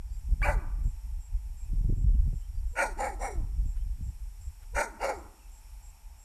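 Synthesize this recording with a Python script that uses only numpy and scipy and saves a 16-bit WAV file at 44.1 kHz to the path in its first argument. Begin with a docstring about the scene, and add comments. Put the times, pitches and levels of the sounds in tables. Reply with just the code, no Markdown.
"""A low rumble of wind on the microphone comes first; then a large dog barks six times from a jetty on a
pond, some way off, and the reeds and trees on the banks echo it. By the source-filter principle, rough
vocal folds excite throat and mouth: each bark is a hoarse arch of pitch that clears as it falls away,
and the first cracks into a squeal. A small insect chirps by scraping its wing, over a faint, high
background hiss of insects, distant traffic, far birds and two small ticks."""
import sys
import numpy as np
from scipy import signal
from scipy.fft import rfft, irfft, next_fast_len
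from scipy.io import wavfile
from scipy.ndimage import uniform_filter1d

SR = 44100
rng = np.random.default_rng(int(sys.argv[2]) if len(sys.argv) > 2 else 0)


def transcribe(u):
    """Save the signal u as a 16-bit wav file named by the first command-line argument.

    u: samples, shape (n,) or (channels, n), limited to [-1, 1]; the rate is SR.
    q: integer samples, one column per channel.
    """
    v = np.clip(np.atleast_2d(u).T, -1, 1)
    q = np.round(v * 32767).astype(np.int16)
    wavfile.write(sys.argv[1], SR, q)


N = 275352

# spectra of distant traffic, the high background hiss and the ticks: f/Hz, relative level/dB
TRAFFIC_SPECTRUM = [(100, -1), (250, -7), (430, -33.5), (650, -6.5), (790, -1), (870, 5.5), (1080, -11),
                    (1800, -19), (2500, -7.5), (3300, -25), (5000, -48)]
BACKGROUND_HISS_SPECTRUM = [(2500, -6.5), (4000, -12), (5000, -9), (5500, 1.5), (6200, -9.5), (7300, -2),
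                            (8200, -3), (10300, -8), (11500, -3.5), (13000, -7)]
TICK_SPECTRUM = [(200, -7), (1500, -1.5), (5000, -15), (10000, -12.5)]
# level of the traffic and of the high background hiss: t/s, level/dB
TRAFFIC_LEVEL = [(0, -71.5), (1.4, -69.5), (2.2, -73.5), (4.3, -72.5), (5.8, -67)]
BACKGROUND_HISS_LEVEL = [(4.3, -64), (5.6, -62)]
# faint ticks close by: t/s, level/dB
TICK_EVENTS = [(3.774, -61.5), (4.633, -60)]
# whistles of far birds: t/s, duration/s, start f/Hz, end f/Hz, relative level/dB
BIRD_CALLS = [(0.08, 0.11, 4600, 4760, -78), (1.592, 0.12, 2310, 2660, -76),
              (2.131, 0.034, 3130, 2750, -75), (2.4, 0.076, 2940, 3200, -77),
              (2.543, 0.071, 4900, 4530, -76), (3.769, 0.072, 2900, 3260, -79),
              (5.38, 0.099, 2815, 2575, -73)]
# insect chirps: t/s, relative level/dB
INSECT_CHIRPS = [(0.1141, -57.5), (0.831, -56.5), (1.1963, -54.5), (1.564, -55), (1.948, -58),
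                 (2.3304, -59.5), (2.6753, -58.5), (3.652, -55.5), (4.0236, -57), (4.4035, -54.5),
                 (5.1294, -56.5), (5.508, -56.5), (5.8202, -54.5), (6.1828, -55)]
# breeze on the microphone between gusts: t/s, relative level/dB
BREEZE_LEVEL = [(0.0, -35), (0.62, -36), (1.18, -42.5), (1.51, -41), (1.89, -29), (2.22, -30.5), (2.8, -44),
                (3.01, -44), (3.51, -35.5), (3.94, -39.5), (4.19, -45), (6.24, -53)]
# spectra of the wind's rumble and its brighter buffeting: f/Hz, relative level/dB
RUMBLE_SPECTRUM = [(12, -14), (24, 4.5), (33, 12.5), (55, 9.5), (80, -3), (120, -19.5), (200, -77)]
BUFFET_SPECTRUM = [(50, -19), (95, 7), (140, 0.5), (200, -11.5), (300, -21), (450, -33.5), (800, -50.5),
                   (2000, -113)]
# gusts: t/s, hold/s, rumble level/dB, buffet level/dB
WIND_GUSTS = [(0.318, 0.018, -21.5, -41), (0.41, 0.18, -26, -40.5), (0.672, 0.13, -30.5, -52.5),
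              (0.85, 0.039, -26, -39.5), (1.122, 0.076, -32.5, -68), (1.703, 0.16, -29.5, -41),
              (1.877, 0.11, -25.5, -34), (2.045, 0.046, -30, -39), (2.148, 0.03, -32, -42),
              (2.253, 0.093, -29, -40), (2.546, 0.17, -30, -63), (3.371, 0.077, -27.5, -43.5),
              (3.604, 0.058, -26, -46.5), (3.835, 0.06, -30.5, -63.5), (4.005, 0.096, -34, -44.5),
              (4.745, 0.04, -28.5, -51)]
# single eddies that slap the microphone: t/s, peak level/dB, half length/s
EDDY_SLAPS = [(0.862, -23.5, 0.0029), (1.896, -23.5, 0.0011), (1.902, -28.5, 0.00079),
              (1.927, -30, 0.00088), (2.048, -18, 0.0023), (2.093, -41, 0.00064), (2.26, -41, 0.0022),
              (2.331, -45, 0.00054), (4.012, -30, 0.002), (4.777, -26, 0.0051)]
# reflections off the banks: delay/s, relative level/dB
BANK_ECHOES = [(0.085, -26.5), (0.156, -26.5), (0.205, -38.5)]
# colour of the echoes: f/Hz, gain/dB
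ECHO_SPECTRUM = [(250, 15.5), (550, -10.5), (900, -2), (1200, 8), (1450, -4), (2500, -8), (8000, -7.5)]
# the echo is fuller or thinner as the dog turns: t/s, gain/dB
ECHO_GAIN = [(1, 4), (2.8, 0), (5.1, 3)]
# the squeal in the first bark: t/s, f/Hz, level/dB
SQUEAL_CONTOUR = [(0.417, 791, -58), (0.419, 793, -32.5), (0.426, 838, -40.5), (0.43, 1165, -29.5),
                  (0.444, 1183, -28.5), (0.448, 1266, -33.5), (0.456, 1230, -56)]
# resonances of throat and mouth, and of air rushing past the teeth, one list a bark:
# f/Hz, width/Hz, gain/dB
TRACT_MODES = [
    [(545, 160, -6), (920, 97, 4), (1507, 12, -3.5), (1610, 7.8, -8), (1987, 22, -6.5), (2320, 47, -8)],
    [(584, 38, -3.5), (914, 20, 4.5), (1443, 15, 1), (1940, 130, -6), (2325, 59, -3), (2540, 60, -1.5)],
    [(512, 20, -10), (828, 12, 2.5), (1306, 44, -13), (1720, 310, -19.5), (1990, 37, -13.5),
     (2210, 84, -16)],
    [(536, 20, -5), (779, 91, 2), (1280, 200, -6.5), (1830, 50, -6), (2230, 47, -3.5)],
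    [(591.8, 240, -6.5), (938, 42, 3), (1415, 74, -0.5), (2080, 400, -6.5), (2392, 51, -3)],
    [(526, 68, -2), (860, 125, 2), (1220, 23, -1.5), (1373, 31, -7.5), (1930, 22, -8.5), (2220, 120, -9)],
]
TEETH_MODES = [
    [(4500, 730, -4), (7240, 2300, -1), (8950, 500, -3), (11500, 200, -2)],
    [(4580, 590, -2.5), (5890, 350, 1), (6600, 600, 1.5), (8270, 350, 8)],
    [(4600, 800, -9.5), (5853, 690, -10), (7180, 220, 6), (8500, 700, -1)],
    [(4080, 700, -14), (5780, 64, 7.5), (7550, 380, 2), (8850, 220, 0.5)],
    [(4533, 1000, -9), (6010, 290, 2.5), (6698, 278, 2), (8160, 500, 2)],
    [(4750, 430, 3.5), (5570, 460, 2.5), (6840, 640, 4.5), (8740, 700, -1)],
]
# barks: t/s, attack/s, hold/s, release/(dB/s), level/dB, first f/Hz, top f/Hz, clear tone level/dB,
# then relative gains: mouth wide/dB, mouth relaxed/dB, hiss/dB, palate/dB
BARK_EVENTS = [(0.409, 0.036, 0.054, 289.5, -30.5, 560, 590, -44, 6, -3, -18.5, -5),
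               (2.751, 0.064, 0.02, 289.5, -28, 500, 562, -44, 3, -4.5, -13, -10),
               (2.971, 0.042, 0.055, 265, -31.5, 330, 518.3, -44, -12.5, -8, -15.5, -8),
               (3.19, 0.048, 0.02396, 240, -35.5, 430.3, 530.2, -41.5, -10, -6, -10, -15.5),
               (4.742, 0.045, 0.032, 320.5, -29, 480, 583, -43, -0.5, -2, -11, -11.5),
               (4.991, 0.052, 0.058, 292.5, -30, 300, 539, -42, -7, -8.5, -18, -4)]

EDDY_HZ, EDDY_DB = 15.3, 4.2  # passing eddies make the rumble swell and sag
GUST_ATTACK_S, GUST_RELEASE_S = 0.02, 0.012  # time constants
ONSET_DB, SPENT_DB = 27, 42  # a bark starts and ends this far under full effort
FULL_ROUGH, CLEAR_BELOW_DB = 0.793, 21  # roughness (0-1) at full effort; the drop that clears the voice
DB_PER_OCTAVE, SAG_CURVE = 44, 0.8  # pitch sinks as the effort fades, fastest at first
FUNDAMENTAL_FOLLOW, HISS_FOLLOW = 0.41, 0.88  # dB that these lose for each dB of effort
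THROB_HZ, THROB_DB = 55, 1.0  # the push is uneven
JAW_RELAX_S = 0.019  # the jaws relax over this time, once the attack is over


def undb(db):
    """Amplitude ratio of a level in decibels."""
    return 10 ** (np.asarray(db) / 20)


def unit(x):
    """Normalisation to rms 1."""
    return x / np.sqrt(np.mean(x ** 2) + 1e-18)


def curves(rows):
    """Linear interpolation of a table's columns over time."""
    times, *columns = np.transpose(rows)
    return [np.interp(np.arange(N) / SR, times, column) for column in columns]


def gate(start, end, fade):
    """Trapezoidal window between two times."""
    t = np.arange(N) / SR
    return np.clip((t - start) / fade, 0, 1) * np.clip((end - t) / fade, 0, 1)


def steady(x, seconds):
    """Division by the running rms holds the short-term level at 1."""
    size = max(int(seconds * SR / 2), 2)
    power = uniform_filter1d(uniform_filter1d(x ** 2, size), size)
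    return x / np.sqrt(np.abs(power) + 1e-12)


def walk(rate):
    """Low-pass random modulation of rms 1 that changes about rate times a second."""
    size = next_fast_len(N)
    f = np.arange(min(int(4 * rate * size / SR) + 2, size // 2)) * SR / size
    real, imag = rng.standard_normal((size // 8, 2))[:len(f)].T
    return unit(irfft((real + 1j * imag) / (1 + (2 * f / rate) ** 4), size)[:N])


def colour(x, points):
    """Spectral weighting by (f/Hz, gain/dB) points."""
    hz, db = np.transpose(points)
    f = np.arange(N // 2 + 1) * SR / N
    return irfft(rfft(x) * undb(np.interp(np.log(f + 1), np.log(hz), db)), N)


def noise(points):
    """Gaussian noise of a given spectrum, rms 1."""
    return unit(colour(rng.standard_normal(N), points))


def band(x, low_hz, high_hz, order):
    """Butterworth band-pass filter."""
    return signal.sosfilt(signal.butter(order, [low_hz, high_hz], "band", fs=SR, output="sos"), x)


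def resonate(x, modes, damping_hz, sign):
    """Parallel resonators, damped by soft walls; sign -1 joins them smoothly, +1 leaves notches."""
    out = 0
    for k, (hz, width, db) in enumerate(modes):
        b, a = signal.iirpeak(hz, hz / (width + damping_hz), fs=SR)
        out += sign ** k * undb(db) * signal.lfilter(b, a, x)
    return out


def traffic_and_hiss():
    """Incoherent sources sum to noise: far traffic and a faint, high background hiss of insects."""
    traffic_db, = curves(TRAFFIC_LEVEL)
    hiss_db, = curves(BACKGROUND_HISS_LEVEL)
    traffic = noise(TRAFFIC_SPECTRUM) * undb(traffic_db + 0.18 * walk(1.1))
    hiss = noise(BACKGROUND_HISS_SPECTRUM) * undb(hiss_db + 0.9 * walk(4))
    return traffic + hiss


def birds():
    """Frequency and amplitude modulation make faint, gliding whistles from the trees tremble."""
    out = np.zeros(N)
    waver = 1 + 0.025 * walk(250)
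    for start, length, from_hz, to_hz, db in BIRD_CALLS:
        hz, = curves([(start, from_hz), (start + length, to_hz)])
        phase = 2 * np.pi * np.cumsum(hz * waver) / SR
        out += undb(db) * gate(start, start + length, 0.02) * np.sin(phase)
    return out * undb(5.5 + 2 * walk(60))


def ticks(time_constant_s=0.016):
    """Two dry transients: broadband noise that rises and decays exponentially."""
    t = np.arange(N) / SR
    envelope = sum(undb(db) * np.exp(-np.abs(t - peak) / time_constant_s) for peak, db in TICK_EVENTS)
    return noise(TICK_SPECTRUM) * envelope


def insect(wing_hz=7590, chirp_s=0.096, rise_hz=170, rasp_db=-7, scrape_hz=140):
    """Stridulation: a fast scrape drives a wing resonance that rings just under its pitch at first."""
    t, out = np.arange(N) / SR, np.zeros(N)
    rasp = unit(band(rng.standard_normal(N), 7180, 7900, order=2))
    waver_hz = 40 * walk(198)
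    for start, db in INSECT_CHIRPS:
        hz = wing_hz + waver_hz - rise_hz * np.exp(-np.abs(t - start) / 0.0201)
        tone = np.sin(2 * np.pi * np.cumsum(hz) / SR)
        out += undb(db - 7) * gate(start, start + chirp_s, 0.011) * (tone + undb(rasp_db) * rasp)
    return out * (1 + 0.13 * np.sin(2 * np.pi * scrape_hz * t))


def wind():
    """Turbulent pressure on the microphone: large eddies rumble, gusts add buffets and single slaps."""
    t = np.arange(N) / SR
    breeze_db, = curves(BREEZE_LEVEL)
    breeze = undb(breeze_db + 2 + EDDY_DB * walk(EDDY_HZ))
    surge, shake = 0, 0
    for start, hold, rumble_db, buffet_db in WIND_GUSTS:
        rise = np.minimum((t - start) / GUST_ATTACK_S, 0)
        fall = np.maximum((t - start - hold) / GUST_RELEASE_S, 0)
        swell = np.exp(rise - fall)
        surge += undb(rumble_db) * swell
        shake += undb(buffet_db) * swell
    buffets = steady(noise(BUFFET_SPECTRUM) * undb(5.2 * walk(89)), 0.1)
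    rumble = steady(noise(RUMBLE_SPECTRUM), 0.12)
    out = rumble * np.maximum(breeze, surge) + buffets * (undb(-24.5) * breeze + shake)
    for centre, db, half_length in EDDY_SLAPS:
        u = np.clip((t - centre) / half_length, -10, 10)
        out -= undb(db) * u * np.exp((1 - u ** 2) / 2)  # a push, then a pull
    return out


def bank_echoes(x, t60=0.86, scatter_db=-19):
    """Reflection and scattering: smeared echoes from the banks and a thin tail from the trees."""
    t = np.arange(SR) / SR
    tail = rng.standard_normal(SR) * undb(-60 * t / t60) * (1 - np.exp(-t / 0.0044))
    response = undb(scatter_db) * tail / np.linalg.norm(tail)
    for delay, db in BANK_ECHOES:
        echo = rng.standard_normal(SR) * (t > delay) * np.exp(-np.abs(t - delay) / 0.011)
        response += undb(db) * echo / np.linalg.norm(echo)
    return colour(signal.fftconvolve(x, response)[:N], ECHO_SPECTRUM)


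def squeal():
    """Register break: the folds flip briefly into a high, nearly pure tone with a strong octave."""
    hz, db = curves(SQUEAL_CONTOUR)
    phase = 2 * np.pi * np.cumsum(hz * (1 + 0.015 * walk(510))) / SR
    tone = undb(-8.5) * np.sin(phase) + np.sin(2 * phase) + undb(-23.5) * np.sin(4 * phase)
    return unit(tone) * undb(db) * gate(SQUEAL_CONTOUR[0][0], SQUEAL_CONTOUR[-1][0], 0.0016)


def effort(start, attack, hold, release, attack_curve=2.1):
    """Driving pressure of one bark, in dB re full effort: a quick swell, a hold and a steady fall."""
    age = np.arange(N) / SR - start
    swell_db = -ONSET_DB * np.clip(1 - age / attack, 0, 2) ** attack_curve
    return swell_db - release * np.maximum(age - attack - hold, 0)


def vocal_folds(hz, rough, jitter=0.0542, subharmonic_db=-5, turbulence_db=1):
    """Period doubling: driven hard, the folds beat strong and weak by turns and chop a turbulent jet."""
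    phase = 2 * np.pi * np.cumsum(hz * (1 + jitter * (rough + 0.2) * walk(540))) / SR
    # a softer closure has weaker overtones
    pulses = sum(np.cos(k * phase) * rough ** ((k - 1) / 2) / np.sqrt(k) for k in np.arange(1, 6))
    subharmonic = undb(subharmonic_db) * np.cos(phase / 2) * (1 + walk(170))
    uneven = 1 + rough * (subharmonic + 0.76 * walk(500))
    flutter = (1 + 0.5 * np.cos(phase)) * undb(3.15 * rough * walk(183))
    jet = unit(band(rng.standard_normal(N), 240, 2270, order=2)) * flutter
    return pulses * uneven + undb(turbulence_db) * rough ** 0.21 * jet, flutter, phase


def dog(closing_db=-3, hoarse_db=2):
    """Source and filter: the folds ring throat and mouth; effort sets level, pitch and roughness."""
    t = np.arange(N) / SR
    efforts = np.array([effort(*bark[:4]) for bark in BARK_EVENTS])
    # one larynx: the strongest push of the moment rules it
    push_db = np.maximum(efforts.max(axis=0), -SPENT_DB)
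    ruling_bark = np.array(BARK_EVENTS)[efforts.argmax(axis=0), :8]
    onset, rise_s, _, _, _, first_hz, top_hz, clear_db = ruling_bark.T
    rising_hz = top_hz * (first_hz / top_hz) ** (-push_db / ONSET_DB)
    sinking_hz = top_hz * 2 ** -(np.abs(push_db) / DB_PER_OCTAVE) ** SAG_CURVE
    hz = np.where(t < onset + rise_s, rising_hz, sinking_hz)
    rough = np.clip(FULL_ROUGH * (1 + push_db / CLEAR_BELOW_DB), 0.06, 1)
    source, flutter, phase = vocal_folds(hz, rough)
    air = band(rng.standard_normal(N), 3700, 14000, order=5) * flutter
    spray = unit(band(rng.standard_normal(N), 13000, 15000, order=2) * flutter)
    palate = unit(band(rng.standard_normal(N) * flutter, 2537, 2871, order=4))
    chest = steady(band(source, 187, 370, order=2), 0.0073)  # low growl of the uneven beats
    throb_db, rasp_db = THROB_DB * walk(THROB_HZ), hoarse_db * walk(88)
    # the ordinary voice drops back while the folds squeal
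    squealing = gate(BARK_EVENTS[0][0] - 0.01, SQUEAL_CONTOUR[-1][0], 0.014)
    # as the jaws close, little but the falling fundamental and its octave are left
    clear_gain = undb(clear_db + FUNDAMENTAL_FOLLOW * push_db - 23 * squealing) * (push_db > -SPENT_DB)
    clear_tone = unit((np.sin(phase) + undb(-10) * np.sin(2 * phase)) * (1 + 0.59 * walk(110)))
    out = uniform_filter1d(clear_gain, size=600) * clear_tone
    for bark, effort_db, tract, teeth in zip(BARK_EVENTS, efforts, TRACT_MODES, TEETH_MODES):
        start, attack, hold, release, level_db, _, _, _, wide_db, relaxed_db, hiss_db, palate_db = bark
        end = start + attack + hold + SPENT_DB / release
        span = slice(int(start * SR), int(end * SR))
        progress = (t[span] - start) / (end - start)
        jaw_db = np.interp(t[span] - start - attack, [0, JAW_RELAX_S], [wide_db, relaxed_db])
        vowel = resonate(source[span], tract, damping_hz=44.4, sign=-0.97)
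        throat = steady(band(vowel, 386, 930, order=4), 0.05) * undb(-18 * squealing[span])
        mouth = steady(band(vowel, 1310, 2410, order=8), 0.034)
        # the palate rings mostly at first, while the lips are drawn back
        mouth += undb(palate_db - 42 * progress) * palate[span]
        mouth *= undb(jaw_db - 5 * progress ** 3 - 17 * squealing[span])
        voice = undb(effort_db[span]) * (throat + mouth + undb(-18.5) * chest[span])
        hiss = steady(resonate(air[span], teeth, damping_hz=0, sign=0.93), 0.0085)
        hiss += undb(-21) * spray[span]
        # the hiss fades with the effort and as the jaws close
        hiss *= undb(hiss_db + HISS_FOLLOW * effort_db[span] + closing_db * progress ** 3 + rasp_db[span])
        out[span] += gate(start, end, 0.0051)[span] * undb(level_db + throb_db[span]) * (voice + hiss)
    return out


def scene():
    """Superposition of the dog, its echoes and the sounds of the pond, in one channel."""
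    barks = dog() + squeal()
    echo_db, = curves(ECHO_GAIN)
    echoes = bank_echoes(barks * undb(echo_db))
    return (barks + echoes + wind() + insect() + birds() + ticks() + traffic_and_hiss())[None]


def record(dry, cutoff_hz=13150):
    """Band limiting: a steep elliptic low-pass removes the highest treble."""
    return signal.sosfilt(signal.ellip(10, 0.2, 70, cutoff_hz, fs=SR, output="sos"), dry)


dry = scene()
out = record(dry)
transcribe(out)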